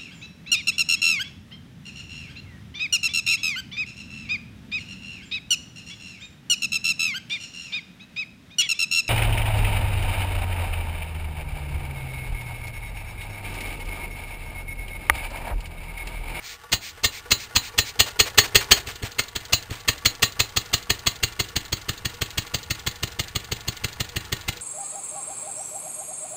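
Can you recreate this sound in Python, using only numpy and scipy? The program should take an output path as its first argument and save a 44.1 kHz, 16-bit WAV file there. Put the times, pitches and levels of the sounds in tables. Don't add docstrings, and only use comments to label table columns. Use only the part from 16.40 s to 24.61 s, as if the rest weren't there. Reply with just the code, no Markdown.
import sys
import numpy as np
from scipy import signal
from scipy.fft import rfft, irfft, next_fast_len
from scipy.io import wavfile
from scipy.ndimage import uniform_filter1d

SR = 44100
rng = np.random.default_rng(int(sys.argv[2]) if len(sys.argv) > 2 else 0)


def wrap_up_sound(samples):
    columns = np.atleast_2d(samples).T
    tamed = np.clip(columns, -1, 1)
    steps = np.round(tamed * 32767).astype(np.int16)
    wavfile.write(sys.argv[1], SR, steps)


N = 362061
TIME = np.arange(N) / SR
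BAND_HZ = 5600
IDLE_RPM, IDLE_DB, IDLE_BLOWDOWN_S = 740, -27, .0159


def amp(db):
    return 10 ** (np.asarray(db) / 20)


def unit_rms(x):
    return x / np.sqrt(np.mean(x ** 2) + 1e-20)


def curve(points, at):
    return np.interp(at, *np.transpose(points))


def log_curve(points, hz):
    f, value = np.transpose(points)
    return np.interp(np.log(hz + 1), np.log(f + 1), value)


def add(mix, s, sound):
    start = round(s * SR)
    sound = sound[max(-start, 0):]
    part = mix[max(start, 0):][:len(sound)]
    part += sound[:len(part)]


def colour(x, spectrum, tilt_db=0):
    hz = np.fft.rfftfreq(len(x), 1 / SR)
    db = log_curve(spectrum, hz) + tilt_db * np.log2(np.maximum(hz, 500) / 2000)
    return irfft(rfft(x) * amp(db) * (hz < BAND_HZ * 1.1), len(x))


def noise(spectrum, size):
    return unit_rms(colour(rng.standard_normal(next_fast_len(size)), spectrum)[:size])


def ring(modes, pitch=1):
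    t = np.arange(SR // 6) / SR
    out = sum(amp(db - 60 * t / t60) * np.sin(2 * np.pi * hz * pitch * t) for hz, db, t60 in modes)
    return out / np.linalg.norm(out)


# (time [s], speed [rpm])
CRANK_SPEED = [(0.0, 262.0), (0.49, 380.8), (0.8, 444.4), (1.24, 527.4), (1.61, 574.9), (2.1, 705.0),
               (2.4, 786.9), (2.8, 722.7), (3.49, 662.2), (3.51, 698.9), (3.87, 699.4), (4.3, 720.0),
               (5.45, 735.3), (6.26, 735.1), (7.45, 743.3), (8.2, 753.3)]

def strokes(first_exhaust_s=.3426):
    t = np.arange(-SR, N + SR, 16) / SR
    cycles = np.cumsum(curve(CRANK_SPEED, t) / 120) * (t[1] - t[0])
    cycles -= np.interp(first_exhaust_s, t, cycles)
    return np.interp(np.arange(-1, np.interp(N / SR, t, cycles) + 1), cycles, t)


def time_of(cycles):
    return np.interp(cycles, np.arange(len(strokes())), strokes())


# (time [s], level [dB])
GEAR_LEVEL = [(0, -44.5), (.25, -50), (.6, -46.5), (1.2, -45), (1.8, -44.5), (2.3, -42), (2.7, -48),
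              (3.5, -46), (5, -46.5), (8.2, -45)]
# (frequency [Hz], relative level [dB])
GEAR_SPECTRUM = [(88, -66), (150, -19), (242, -14), (363, -13.5), (623, -8.5), (1150, -5), (1600, -2.5),
                 (1830, -0.5), (2370, -4.5), (2790, -2), (3240, -7), (4310, -10), (5400, -8), (7020, -53),
                 (11900, -120)]
# (frequency [Hz], relative level [dB])
FRAME_SPECTRUM = [(20, 6), (40, 12), (65, 15), (110, 10.5), (170, 0), (300, -17), (600, -37)]
# (frequency [Hz], relative level [dB], decay time T60 [s])
IRON_MODES = [(481, 6.5, 0.12), (874, 2, 0.12), (981, -0.5, 0.12), (1150, 2.5, 0.17), (1463, 9.5, 0.035),
              (1805, 7, 0.018), (2110, 2.5, 0.026), (2380, -0.5, 0.022)]

def running_gear(grit=.28, iron_db=-7, whirr_db=-2, rumble_db=-3):
    teeth = np.exp(grit * unit_rms(uniform_filter1d(rng.standard_normal(N), 150)))
    grind = unit_rms(noise(GEAR_SPECTRUM, N) * teeth)
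    iron = unit_rms(signal.oaconvolve(grind, ring(IRON_MODES))[:N])
    shake = (curve(CRANK_SPEED, TIME) / IDLE_RPM) ** .76
    rumble = shake * noise(FRAME_SPECTRUM, N)
    level = amp(curve(GEAR_LEVEL, TIME))
    return level * (amp(whirr_db) * grind + amp(iron_db) * iron + amp(rumble_db) * rumble)


def impact(spectrum, decay_s, tilt_db, attack_s=.0017):
    t = np.arange(SR // 12) / SR
    rattle = unit_rms(colour(rng.standard_normal(len(t)), spectrum, tilt_db))
    return rattle * (1 - np.exp(-t / attack_s)) * np.exp(-t / decay_s)


# (phase after exhaust [cycles], relative level [dB], decay time [s], tilt [dB/octave])
CLATTER_EVENTS = [(0.207, -33.5, 0.0064, -2), (.25, -32.5, 0.0025, -7), (.445, -42.5, 0.01, -9),
                  (.49, -29.5, 0.0033, 9), (0.519, -37.5, 0.0072, -4.5), (.67, -42, 0.0044, 3)]
# (frequency [Hz], relative level [dB])
CLICK_SPECTRUM = [(300, -15), (1000, -11), (2000, 12), (3000, 16), (4200, 19), (5500, 9)]

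def valve_clatter(level_db=5, scatter_db=1.0, iron_db=-8):
    out, periods = np.zeros(N), np.diff(strokes())
    for cycle, speed in enumerate(periods.min() / periods):
        for phase, db, decay_s, tilt_db in CLATTER_EVENTS:
            gain = speed ** 2 * amp(db + level_db + scatter_db * rng.standard_normal())
            add(out, time_of(cycle + phase) - .002, gain * impact(CLICK_SPECTRUM, decay_s, tilt_db))
    return out + amp(iron_db) * signal.oaconvolve(out, ring(IRON_MODES))[:N]


def valve_window(opens, shuts, edge):
    phase = np.interp(TIME, strokes(), np.arange(len(strokes()))) % 1
    return np.clip((phase - opens) / edge, 0, 1) * np.clip((shuts - phase) / edge, 0, 1)


# (time [s], hiss level [dB], gasp level [dB])
INTAKE_LEVELS = [(.1, -37.5, -60), (.46, -35.5, -56), (1.0, -36.5, -59), (1.499, -34.5, -53),
                 (1.68, -44, -31), (2.051, -46, -28), (2.38, -39, -29), (2.5, -49, -49), (3.5, -87, -44),
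                 (8.1, -64, -47.5)]
# (frequency [Hz], relative level [dB])
HISS_SPECTRUM = [(200, -77), (900, -28), (1700, 0.5), (2300, 8.5), (3000, 1.5), (4300, 7), (5500, 4)]
# (frequency [Hz], relative level [dB])
CHARGE_SPECTRUM = [(150, -21), (500, 2), (1100, 3), (2300, 6.5), (3200, 3), (5500, 1.5)]

def intake():
    s, hiss_db, gasp_db = np.transpose(INTAKE_LEVELS)
    suction = valve_window(opens=.18, shuts=.58, edge=.13)
    gulp = valve_window(opens=.22, shuts=.45, edge=.06)
    hiss = amp(np.interp(TIME, s, hiss_db)) * noise(HISS_SPECTRUM, N) * suction
    gasp = amp(np.interp(TIME, s, gasp_db)) * noise(CHARGE_SPECTRUM, N) * gulp
    return hiss + gasp


# (time [s], level [dB], tilt [dB/octave])
BURN_STRENGTH = [(.34, -19.5, 2), (0.931, -16.5, 3), (1.4, -17.5, 2.5), (1.811, -14, -1.5),
                 (2.331, -11.5, -2), (3.14, -18, 6), (3.5, -18, -0.5), (3.67, -17.5, 1.4),
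                 (4.35, -20.5, 0.5), (4.68, -19.5, -0.5), (4.85, -23.5, -2.5), (5.75, -28, -1.5),
                 (6.0, -26.5, 0), (6.649, -27, -0.5), (8.1, -28, -2.8)]
# (time [s], level change [dB], tilt change [dB/octave], thump factor [ratio], puff level [dB])
FAILED_BURNS = [(2.478, -26, -2, 0.29, -33), (2.64, -23, -9, -0.84, -32), (2.802, -7.5, -5.5, 0.43, -62),
                (2.97, -12, -7.5, 0.29, -55), (3.315, -24.5, -9, -0.77, -36.5)]

def firings(idle_thump=.11):
    s = strokes()[1:-1]
    at, burn_db, burn_tilt = np.transpose(BURN_STRENGTH)
    speed = curve(CRANK_SPEED, s) / IDLE_RPM
    db, tilt = np.interp(s, at, burn_db), np.interp(s, at, burn_tilt)
    blowdown_s = IDLE_BLOWDOWN_S * amp(.1342 * (db - IDLE_DB)) / np.sqrt(speed)
    height = idle_thump * amp(.07 * (db - IDLE_DB)) * speed ** .53
    for missed_s, db_change, tilt_change, thump_factor, _ in FAILED_BURNS:
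        nearest = np.argmin(abs(s - missed_s))
        db[nearest] += db_change
        tilt[nearest] += tilt_change
        height[nearest] *= thump_factor
    return np.transpose([s, blowdown_s, db, tilt, height])


def knock(phase=.735, level_db=-29, db_per_burn_db=.55, idle_decay_s=.0059, iron_db=-3):
    out = np.zeros(N)
    for cycle, (_, blowdown_s, burn_db, *_) in enumerate(firings()):
        decay_s = idle_decay_s * blowdown_s / IDLE_BLOWDOWN_S
        jolt = impact(CHARGE_SPECTRUM, decay_s, tilt_db=-.5, attack_s=.001)
        add(out, time_of(cycle + phase), amp(level_db + db_per_burn_db * burn_db) * jolt)
    return out + amp(iron_db) * signal.oaconvolve(out, ring(IRON_MODES))[:N]


def thump(blowdown_s, rebound=.62, swing=.42, pop=.49, band_hz=(14, 480)):
    stretch = (blowdown_s / IDLE_BLOWDOWN_S) ** .71
    drop_s, settle_s, swing_hz = .0044 * stretch, .0075 * stretch, 116 / np.sqrt(stretch)
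    t = np.arange(SR // 8) / SR
    peak_s, empty_s = blowdown_s - drop_s / 2, blowdown_s + drop_s / 2
    after = np.maximum(t - empty_s, 0)
    swell = np.minimum(t / peak_s, 1) ** (225 * blowdown_s / stretch)
    collapse = 1 - (1 + rebound) * (t - peak_s) / drop_s
    sway = 1 - swing + swing * np.cos(2 * np.pi * swing_hz * after)
    backflow = -rebound * np.exp(-after / settle_s) * sway
    flow = np.select([t < peak_s, t < empty_s], [swell, collapse], backflow)
    pressure = np.gradient(flow) * SR * drop_s / (1 + rebound)
    pressure -= pop * np.exp(-.5 * ((t - .0006) / .00063) ** 2)
    return signal.sosfilt(signal.butter(1, band_hz, "bandpass", fs=SR, output="sos"), pressure)


# (frequency [Hz], relative level [dB])
JET_SPECTRUM = [(100, -10), (290, -49), (410, 1.5), (630, -56), (880, -79), (1250, -12), (1550, -12),
                (2100, 6), (2450, -0.5), (3100, 10), (3800, 4.5), (4400, 9.5), (4900, 11.5), (5500, 1)]
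# (frequency [Hz], relative level [dB], decay time T60 [s])
SHELL_MODES = [(1250, -7, .02), (1430, -10, .03), (1868, -5, .045), (2150, -4, .025), (2720, -5, .025),
               (2826, -3, .035), (2910, -1, .04), (3420, -5, .02), (3620, -1, .035), (4140, -3, .03),
               (4340, -1, .025), (4436, 1, .04), (4550, -1, .03), (5330, -3, .02)]

def blast(blowdown_s, db, tilt_db, leak=.27, fade_s=.0098, crackle=.21, shell_db=-2):
    t = np.arange(SR // 5) / SR
    progress = t / blowdown_s
    burst = np.exp(-.5 * ((progress - .64) / .17) ** 2)
    trickle = leak * np.clip(progress / .19, 0, 1) * np.exp(-np.maximum(t - blowdown_s, 0) / fade_s)
    shocks = np.exp(crackle * np.repeat(rng.standard_normal(len(t)), 12)[:len(t)])
    rush = rng.standard_normal(len(t)) * shocks * np.hypot(burst, trickle)
    shell = signal.fftconvolve(rush, ring(SHELL_MODES))[:len(t)]
    chuff = unit_rms(colour(rush, JET_SPECTRUM, tilt_db)) + amp(shell_db) * unit_rms(shell)
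    return amp(db) * unit_rms(chuff) * np.sqrt(.04 / t[-1])


# (time [s], speed of sound [ratio])
SOUND_SPEED = [(.3, .996), (1.4, 1.004), (1.61, 1.03), (2.33, 1.062), (2.8, 1.048), (3.14, 1.0),
               (3.67, 1.008), (4.2, .997), (5.4, .995), (6.0, .987), (8.1, .985)]
# (frequency [Hz], relative level [dB], decay time T60 [s])
CAVITY_MODES = [(2830, -12, .09), (2990, -9, .09), (3790, -11, .09), (4015, 0, .13), (4230, -2, .12),
                (4400, -12, .08), (4625, -6, .1)]

def ping(s, db, scatter_db=1.5, attack_s=.002, waver_rad=.3):
    t = np.arange(SR // 5) / SR
    pitch = curve(SOUND_SPEED, s)
    out = np.zeros(len(t))
    for hz, mode_db, t60 in CAVITY_MODES:
        swirl = waver_rad * unit_rms(uniform_filter1d(rng.standard_normal(len(t)), 400))
        envelope = amp(db + mode_db + scatter_db * rng.standard_normal() - 60 * t / t60)
        out += envelope * np.sin(2 * np.pi * (hz * pitch * t + rng.random()) + swirl)
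    return out * (1 - np.exp(-t / attack_s))


# (frequency [Hz], relative level [dB], decay time T60 [s])
PIPE_MODES = [(192, -17.5, .075), (385, -22.5, 0.056)]

def boom(attack_s=.00047):
    t = np.arange(SR // 8) / SR
    modes = sum(amp(db - 60 * t / t60) * np.cos(2 * np.pi * hz * t) for hz, db, t60 in PIPE_MODES)
    return -modes * np.minimum(t / attack_s, 1)


def exhaust(blast_db=.5, thump_db=-2.5, ring_db=-6, scatter_db=.8):
    out = np.zeros(N)
    for s, blowdown_s, burn_db, tilt_db, height in firings():
        db = burn_db + scatter_db * rng.standard_normal()
        ping_db = IDLE_DB + ring_db + 1.4 * (db - IDLE_DB) + tilt_db
        opens_s = s - blowdown_s
        add(out, opens_s - .0003, amp(thump_db) * height * thump(blowdown_s))
        add(out, opens_s, blast(blowdown_s, db + blast_db, tilt_db))
        add(out, s - .31 * blowdown_s, ping(s, ping_db))
        add(out, s, height * boom())
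    return out


def misfire_puffs(length_s=.051, lead_s=.0081):
    out, size = np.zeros(N), int(length_s * SR)
    for s, *_, db in FAILED_BURNS:
        add(out, s - lead_s, amp(db) * noise(CHARGE_SPECTRUM, size) * signal.windows.tukey(size, .8))
    return out


# (delay [s], level [dB])
REFLECTIONS = [(.0085, -24.5), (0.0173, -46), (.03, -24.5), (0.0354, -25), (.046, -29)]
# (frequency [Hz], decay time T60 [s])
REVERB_TIMES = [(60, 0.23), (300, 0.69), (1200, 0.25), (3000, 0.17), (5500, 0.13)]

def garden(x, tail_db=-17, dull_hz=3000):
    dull = signal.sosfilt(signal.butter(1, dull_hz, fs=SR, output="sos"), x)
    out = x.copy()
    for delay, db in REFLECTIONS:
        add(out, delay, amp(db) * dull)
    hz, t, bands = signal.stft(rng.standard_normal(SR // 2), SR, nperseg=256)
    decay = amp(-60 * t / log_curve(REVERB_TIMES, hz)[:, None])
    tail = signal.istft(bands * decay * np.minimum(t / .0017, 1), SR, nperseg=256)[1]
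    return out + amp(tail_db) * signal.oaconvolve(x, tail / np.linalg.norm(tail))[:N]


def scene():
    engine = exhaust() + misfire_puffs() + intake() + valve_clatter() + knock() + running_gear()
    return garden(engine)[None]


def record(dry, hold=4, edge_hz=15650):
    narrow = signal.oaconvolve(dry, signal.firwin(101, BAND_HZ, fs=SR)[None], "same")
    samples = np.clip(narrow[:, ::hold], -1, 1)
    held = np.repeat(samples, hold, axis=1)[:, :N]
    return signal.oaconvolve(held, signal.firwin(511, edge_hz, window=("kaiser", 9), fs=SR)[None], "same")


dry = scene()
out = record(dry)
wrap_up_sound(out)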